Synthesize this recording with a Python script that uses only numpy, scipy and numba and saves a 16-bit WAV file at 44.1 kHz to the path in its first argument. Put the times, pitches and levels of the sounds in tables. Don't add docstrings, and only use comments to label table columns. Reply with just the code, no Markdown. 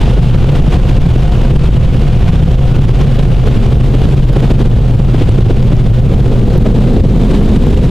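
import sys
import numpy as np
from scipy import signal
from scipy.fft import rfft, irfft
from scipy.io import wavfile
from scipy.ndimage import uniform_filter1d
from numba import njit

SR = 44100
rng = np.random.default_rng(int(sys.argv[2]) if len(sys.argv) > 2 else 0)


def unload_audio(sound):
    columns = np.transpose(np.atleast_2d(sound))
    steps = np.round(np.clip(columns, -1, 1) * 32767)
    wavfile.write(sys.argv[1], SR, steps.astype(np.int16))


N = 348390
TIME = np.arange(N) / SR
BINS = np.fft.rfftfreq(N, 1 / SR)

# frequency in Hz, side level relative to mid in dB.
STEREO_WIDTH = [(30, -26), (125, -28), (300, -19.5), (500, -15.5), (1300, -10.3), (2900, -14.3),
                (5500, -10), (9000, -5.5), (14000, -3)]
# time in seconds, buffeting in dB, cabin boom in dB.
BODY_LEVELS = [(0, -10.5, -15), (1.0, -8.5, -15), (1.35, -9.5, -15.5), (1.8, -7.5, -15.5),
               (3.2, -10.5, -13.5), (5.0, -10, -11.5), (5.9, -10, -10.5), (6.7, -12, -16),
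               (7.9, -10.5, -20.5)]
# frequency in Hz, relative level in dB.
BUFFET_EQ = [(5, -15), (12, -6), (22, -4), (34, 2), (46, -2), (58, -3.5), (78, -10.5), (105, -13),
             (165, -13), (250, -35), (500, -70), (2000, -130)]
# time in seconds, depth of the lull in dB, lift of the slam in dB.
HARD_GUSTS = [(0.041, 4.0, 4.5), (0.145, 2.0, 6.5), (0.192, 4.0, 12.0), (0.267, 2.0, 5.5),
              (0.357, 1.5, 7.5), (0.571, 6.0, 0), (0.605, 3.0, 5.5), (0.681, 2.5, 6.5), (0.736, 6.5, 0),
              (0.769, 6.5, 8.0), (0.906, 4, 2), (0.983, 2.5, 12.0), (1.069, 0.0, 5.5), (1.113, 3.0, 4.5),
              (1.518, 2.0, 6.0), (1.567, 0.0, 8.0), (1.685, 1.0, 11.0), (1.783, 2.0, 8.5),
              (2.024, 4.5, 2.0), (2.088, 4.5, 2.0), (2.294, 5.5, 7.0), (2.363, 4.0, 5.0), (2.435, 3.0, 7.0),
              (2.559, 0.0, 9.5), (2.719, 4.0, 6.5), (2.762, 4.5, 3), (2.797, 0.5, 6.5), (2.854, 2.0, 5.5),
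              (2.914, 2.0, 5.5), (3.022, 7.5, 0), (3.197, 5.5, 0), (3.484, 7.0, 5.0), (3.562, 5.0, 2.5),
              (3.735, 5, 4), (3.772, 0.0, 9.0), (3.813, 0.0, 9.5), (3.956, 7.0, 7.0), (4.019, 5.0, 0),
              (4.051, 5.0, 8.0), (4.141, 5.0, 4.5), (4.199, 0.0, 9.5), (4.249, 0.0, 11.0), (4.3, 1.0, 9.0),
              (4.446, 7.0, 0), (4.522, 8.0, 7.0), (4.557, 0.5, 7.0), (4.618, 8.5, 0), (4.673, 0.5, 7.5),
              (4.868, 0.0, 6.5), (4.912, 4.0, 4.5), (4.951, 3.0, 6.5), (5.236, 8.0, 8.0), (5.298, 5.0, 6.5),
              (5.394, 5.5, 5.5), (5.431, 2.0, 6.0), (5.521, 7.0, 7.0), (5.734, 6.0, 4.5), (5.866, 4.0, 2.5),
              (5.913, 0.5, 9.0), (6.0, 2.0, 6.0), (6.157, 2.0, 6.0), (6.211, 2.5, 8.5), (6.265, 4.0, 3.5),
              (6.339, 6.0, 0), (6.401, 2.0, 6.0), (6.526, 4.0, 3.5), (6.583, 1.0, 8.5), (6.63, 0.0, 8.0),
              (6.674, 6.5, 2.5), (7.012, 1.5, 12.0), (7.06, 1.0, 9.5), (7.575, 5.5, 7.0), (7.748, 2.0, 3.0),
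              (7.797, 1.0, 9.0), (7.867, 2.5, 5.0)]
# time in seconds, pitch in Hz.
CABIN_PITCH = [(0, 129), (2, 128.7), (4, 127.1), (5, 123.5), (6.2, 123.7), (7.9, 123)]
# time in seconds, its share of the crossfade from 0 to 1.
ROOF_SHARE = [(0, 0.07), (2.8, 0), (4.2, 0.38), (5.8, 0.33), (6.4, 0.81), (7.3, 0.98)]
# frequency in Hz, relative level in dB.
SIDE_ROAR_EQ = [(110, -15.5), (170, -2.5), (220, 0), (260, -4), (315, -10.5), (360, -4), (420, -9),
                (460, -7), (515, -9), (580, -16), (760, -16.5), (1000, -30), (1600, -32.5), (8000, -102)]
ROOF_ROAR_EQ = [(145, -4), (174, 6.5), (212, 8), (255, 2), (315, -4.5), (385, -3), (470, -5), (520, -6),
                (580, -13.5), (760, -21.5), (950, -25.5), (1600, -40.5), (8000, -81)]
SIDE_HISS_EQ = [(300, 0), (700, 6.5), (1000, 5.5), (1450, 1.5), (1850, -1), (2400, 0.5), (2900, 2),
                (3450, -0.5), (4200, -6.5), (5600, -12), (7500, -17), (10500, -23.5), (14000, -32),
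                (15500, -48)]
ROOF_HISS_EQ = [(300, 2), (700, 5), (1000, 5.5), (1450, 2), (1850, 0), (2800, 0), (3750, 0), (4400, -5.5),
                (5600, -11.5), (7500, -13.5), (10500, -20.5), (14000, -26.5), (15500, -60)]
# centre in seconds, half length in seconds, hiss lift in dB.
JET_SWEEPS = [(0.09, 0.03, 2), (0.557, 0.015, 2), (0.727, 0.02, 4.5), (1.356, 0.14, 2), (1.655, 0.02, 5.5),
              (3.01, 0.02, 2), (3.12, 0.05, 2), (3.53, 0.1, 2.5), (4.45, 0.1, 2.5), (5.22, 0.05, 2.5),
              (6.81, 0.03, 3.5), (6.89, 0.025, 4), (7.25, 0.03, 3), (7.34, 0.035, 4.5), (7.54, 0.028, 3)]
# time in seconds, hiss trim in dB.
HISS_RIDE = [(0, 3.5), (0.6, 1.6), (1.4, 1), (1.9, 1.5), (2.4, 2), (3.1, 0.5), (3.6, -0.5), (4.1, 2),
             (4.8, -1), (5.35, 0.5), (6.2, -1), (7.05, -2), (7.6, 0)]
# pitch in Hz, width in Hz, level in dB before the fader ride.
BLADE_TONES = [(521.6, 20, -41.5), (702.4, 11, -44), (1453, 29, -53)]
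# time in seconds, gain in dB.
FAN_RIDE = [(0, 3), (3, 3.5), (5.5, -7), (7.9, -6)]
# frequency in Hz, relative level in dB.
DRAUGHT_EQ = [(10, -10), (30, -2.5), (90, -1), (125, -1.5), (175, -2), (280, -12), (450, -24), (1500, -59)]
# time in seconds, level in dB.
DRAUGHT_RIDE = [(0, -24), (2.2, -24), (3.4, -22), (5.2, -24), (6.6, -23.5), (7.9, -27.5)]
# time of the peak in seconds, level in dB.
AIR_SLAPS = [(0.076, -20), (0.178, -19), (0.443, -20), (0.492, -20), (0.539, -16), (1.479, -18.5),
             (2.346, -22), (2.746, -22), (3.188, -23.5), (3.472, -21), (3.721, -20), (3.945, -15.5),
             (4.37, -13.5), (4.439, -23), (4.513, -18.5), (4.604, -17.5), (5.148, -13), (5.218, -17),
             (5.386, -22), (5.507, -16.5), (5.724, -17.5), (6.124, -18), (6.319, -16.5), (6.553, -20),
             (6.664, -16.5), (6.883, -15.5), (6.973, -18), (7.048, -16.5), (7.335, -15.5), (7.483, -16),
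             (7.738, -22)]
# frequency in Hz, relative level in dB.
SLAP_EQ = [(120, -14), (230, 8), (400, 5.5), (560, 0), (800, -10), (1200, -18), (1900, -23), (3200, -23),
           (5000, -34), (14000, -54)]
# start in seconds, relative level in dB.
FLUNG_DROPS = [(4.328, -33), (6.578, -28)]


def gain_of(db):
    return 10 ** (np.asarray(db) / 20)


def unit_rms(x):
    return x / np.sqrt(np.mean(x ** 2) + 1e-20)


def spectrum(points):
    hz, db = np.transpose(points)
    return gain_of(np.interp(np.log(BINS + 1), np.log(hz + 1), db))


def curves(rows):
    times, *columns = np.transpose(rows)
    return np.array([np.interp(TIME, times, column) for column in columns])


def resonance(hz, width_hz):
    return 1 / (1 + ((BINS - hz) / width_hz * 2) ** 2)


def turbulence(colour):
    mid, side = rfft(rng.standard_normal((2, N))) * colour
    side = side * spectrum(STEREO_WIDTH)
    return unit_rms(irfft(np.array([mid + side, mid - side]), N))


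def eddies(rate_hz):
    return unit_rms(irfft(rfft(rng.standard_normal(N)) / (1 + (BINS / rate_hz) ** 4), N))


def steadied(x, size=4500):
    power = (abs(signal.hilbert(x)) ** 2).mean(0) / 2
    return x / np.sqrt(uniform_filter1d(uniform_filter1d(power, size), size // 2) + 1e-12)


def wavering(hz, width_hz):
    ring = signal.hilbert(turbulence(resonance(hz.mean(), width_hz)))
    return (ring * np.exp(2j * np.pi * np.cumsum(hz - hz.mean()) / SR)).real


def cabin_hum(waver_hz=5, flicker_db=1.6, rate_hz=6):
    flicker = gain_of(flicker_db * eddies(rate_hz))
    pitch = curves(CABIN_PITCH)[0] + waver_hz * eddies(rate_hz)
    return flicker * steadied(wavering(pitch, width_hz=22))


def lesser_gusts(count=140, per_s=19, most_db=3.5, clear_s=.035):
    gap, lull, slam = rng.random((count, 3)).T
    times = np.cumsum(.5 + gap) / per_s
    clear = abs(times[:, None] - np.array(HARD_GUSTS)[:, 0]).min(1) > clear_s
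    return list(np.transpose([times, most_db * lull, most_db * slam])[clear])


def gusting(lull_lead_s=.012, lull_half_s=.012, slam_lag_s=.005, slam_half_s=.008):
    db = np.zeros(N)
    for at_s, lull_db, slam_db in list(HARD_GUSTS) + lesser_gusts():
        near = slice(*np.searchsorted(TIME, [at_s - .06, at_s + .04]))
        t = TIME[near] - at_s
        db[near] -= lull_db * np.exp(-((t + lull_lead_s) / lull_half_s) ** 2)
        db[near] += slam_db * np.exp(-((t - slam_lag_s) / slam_half_s) ** 2)
    return gain_of(db)


def body_buffeting():
    buffet_level, boom_level = gain_of(curves(BODY_LEVELS))
    buffet = buffet_level * steadied(turbulence(spectrum(BUFFET_EQ)))
    boom = boom_level * cabin_hum()
    return gusting() * np.hypot(buffet_level, boom_level) * steadied(buffet + boom, size=1100)


def nozzles(side_eq, roof_eq, overhead):
    side = np.sqrt(1 - overhead) * turbulence(spectrum(side_eq))
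    roof = np.sqrt(overhead) * turbulence(spectrum(roof_eq))
    return side + roof


def jets(eddy_db=.5, flutter_db=1.35):
    overhead = np.clip(curves(ROOF_SHARE)[0], 0, 1)
    sweep_db = sum(db * np.exp(-((TIME - at_s) / half_s) ** 2) for at_s, half_s, db in JET_SWEEPS)
    roar_db = -23 + 7.5 * overhead + .58 * sweep_db + eddy_db * eddies(rate_hz=35)
    hiss_db = -33.5 - overhead + sweep_db + curves(HISS_RIDE)[0] + flutter_db * eddies(rate_hz=40)
    roar = gain_of(roar_db) * nozzles(SIDE_ROAR_EQ, ROOF_ROAR_EQ, overhead)
    hiss = gain_of(hiss_db) * nozzles(SIDE_HISS_EQ, ROOF_HISS_EQ, overhead)
    return roar + hiss


def fans(waver=.00905, rate_hz=3, flicker_db=2):
    speed = 1 + waver * eddies(rate_hz)
    tones = sum(gain_of(db + flicker_db * eddies(rate_hz)) * wavering(hz * speed, width_hz)
                for hz, width_hz, db in BLADE_TONES)
    return gain_of(curves(FAN_RIDE)) * tones


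def draught():
    rumble = irfft(rfft(rng.standard_normal((2, N))) * spectrum(DRAUGHT_EQ), N)
    return gain_of(curves(DRAUGHT_RIDE)) * steadied(rumble)


def fine_ticks(count=600, low_hz=2500, high_hz=13000, half_cycles=1.8, tilt_db=-7, spread_db=7):
    out = np.zeros((2, N))
    t = np.arange(-128, 128) / SR
    for when, pitch, force, pan in rng.random((count, 4)):
        hz = low_hz * (high_hz / low_hz) ** pitch
        level = gain_of(-33 + tilt_db * pitch + spread_db * force ** 2)
        tick = level * np.exp(-(t * hz / half_cycles) ** 2) * np.sin(2 * np.pi * hz * t)
        start = int(when * (N - len(t)))
        out[:, start:start + len(t)] += np.sqrt([[pan], [1 - pan]]) * tick
    return out


def slaps(attack_s=.011, release_s=.009):
    envelope = np.zeros(N)
    for peak_s, db in AIR_SLAPS:
        slope_s = np.where(TIME < peak_s, attack_s, release_s)
        envelope += gain_of(db) * np.exp(-((TIME - peak_s) / slope_s) ** 2)
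    return envelope * turbulence(spectrum(SLAP_EQ))


def drops(decay_s=.0016):
    strikes = sum(gain_of(db) * (TIME >= start_s) * np.exp(-abs(TIME - start_s) / decay_s)
                  for start_s, db in FLUNG_DROPS)
    return strikes * turbulence(resonance(hz=12000, width_hz=8000)) / 2


def scene():
    return body_buffeting() + jets() + fans() + draught() + fine_ticks() + slaps() + drops()


@njit
def limiter_gain(peaks, threshold=.72, duck_db_per_s=2400, recover_db_per_s=520, lag_s=.0012):
    out = np.empty(len(peaks))
    target_db = db = 0.
    for i in range(len(peaks)):
        too_hot = peaks[i] * 10 ** (db / 20) > threshold
        target_db += (-duck_db_per_s if too_hot else recover_db_per_s) / SR
        db += (target_db - db) / (lag_s * SR)
        out[i] = db
    return out


def limit(dry, split_hz=1300, treble_share=.87):
    gain_db = limiter_gain(abs(dry).max(0))
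    bass = irfft(rfft(dry) / (1 + (BINS / split_hz) ** 2), N)
    treble_db = treble_share * uniform_filter1d(gain_db, size=190)
    return bass * gain_of(gain_db) + (dry - bass) * gain_of(treble_db)


def record(dry, ceiling=.95, steady_fizz_db=-53, cutoff_hz=15300):
    limited = limit(dry)
    clipped = ceiling * limited / (1 + (limited / ceiling) ** 24) ** (1 / 24)
    noisy = clipped + gain_of(steady_fizz_db) * rng.standard_normal(dry.shape)
    fade = signal.windows.tukey(N, .001)
    low_pass = signal.firwin(191, cutoff_hz, window=("kaiser", 9), fs=SR)
    return signal.oaconvolve(fade * noisy, low_pass[None], "same")


dry = scene()
out = record(dry)
unload_audio(out)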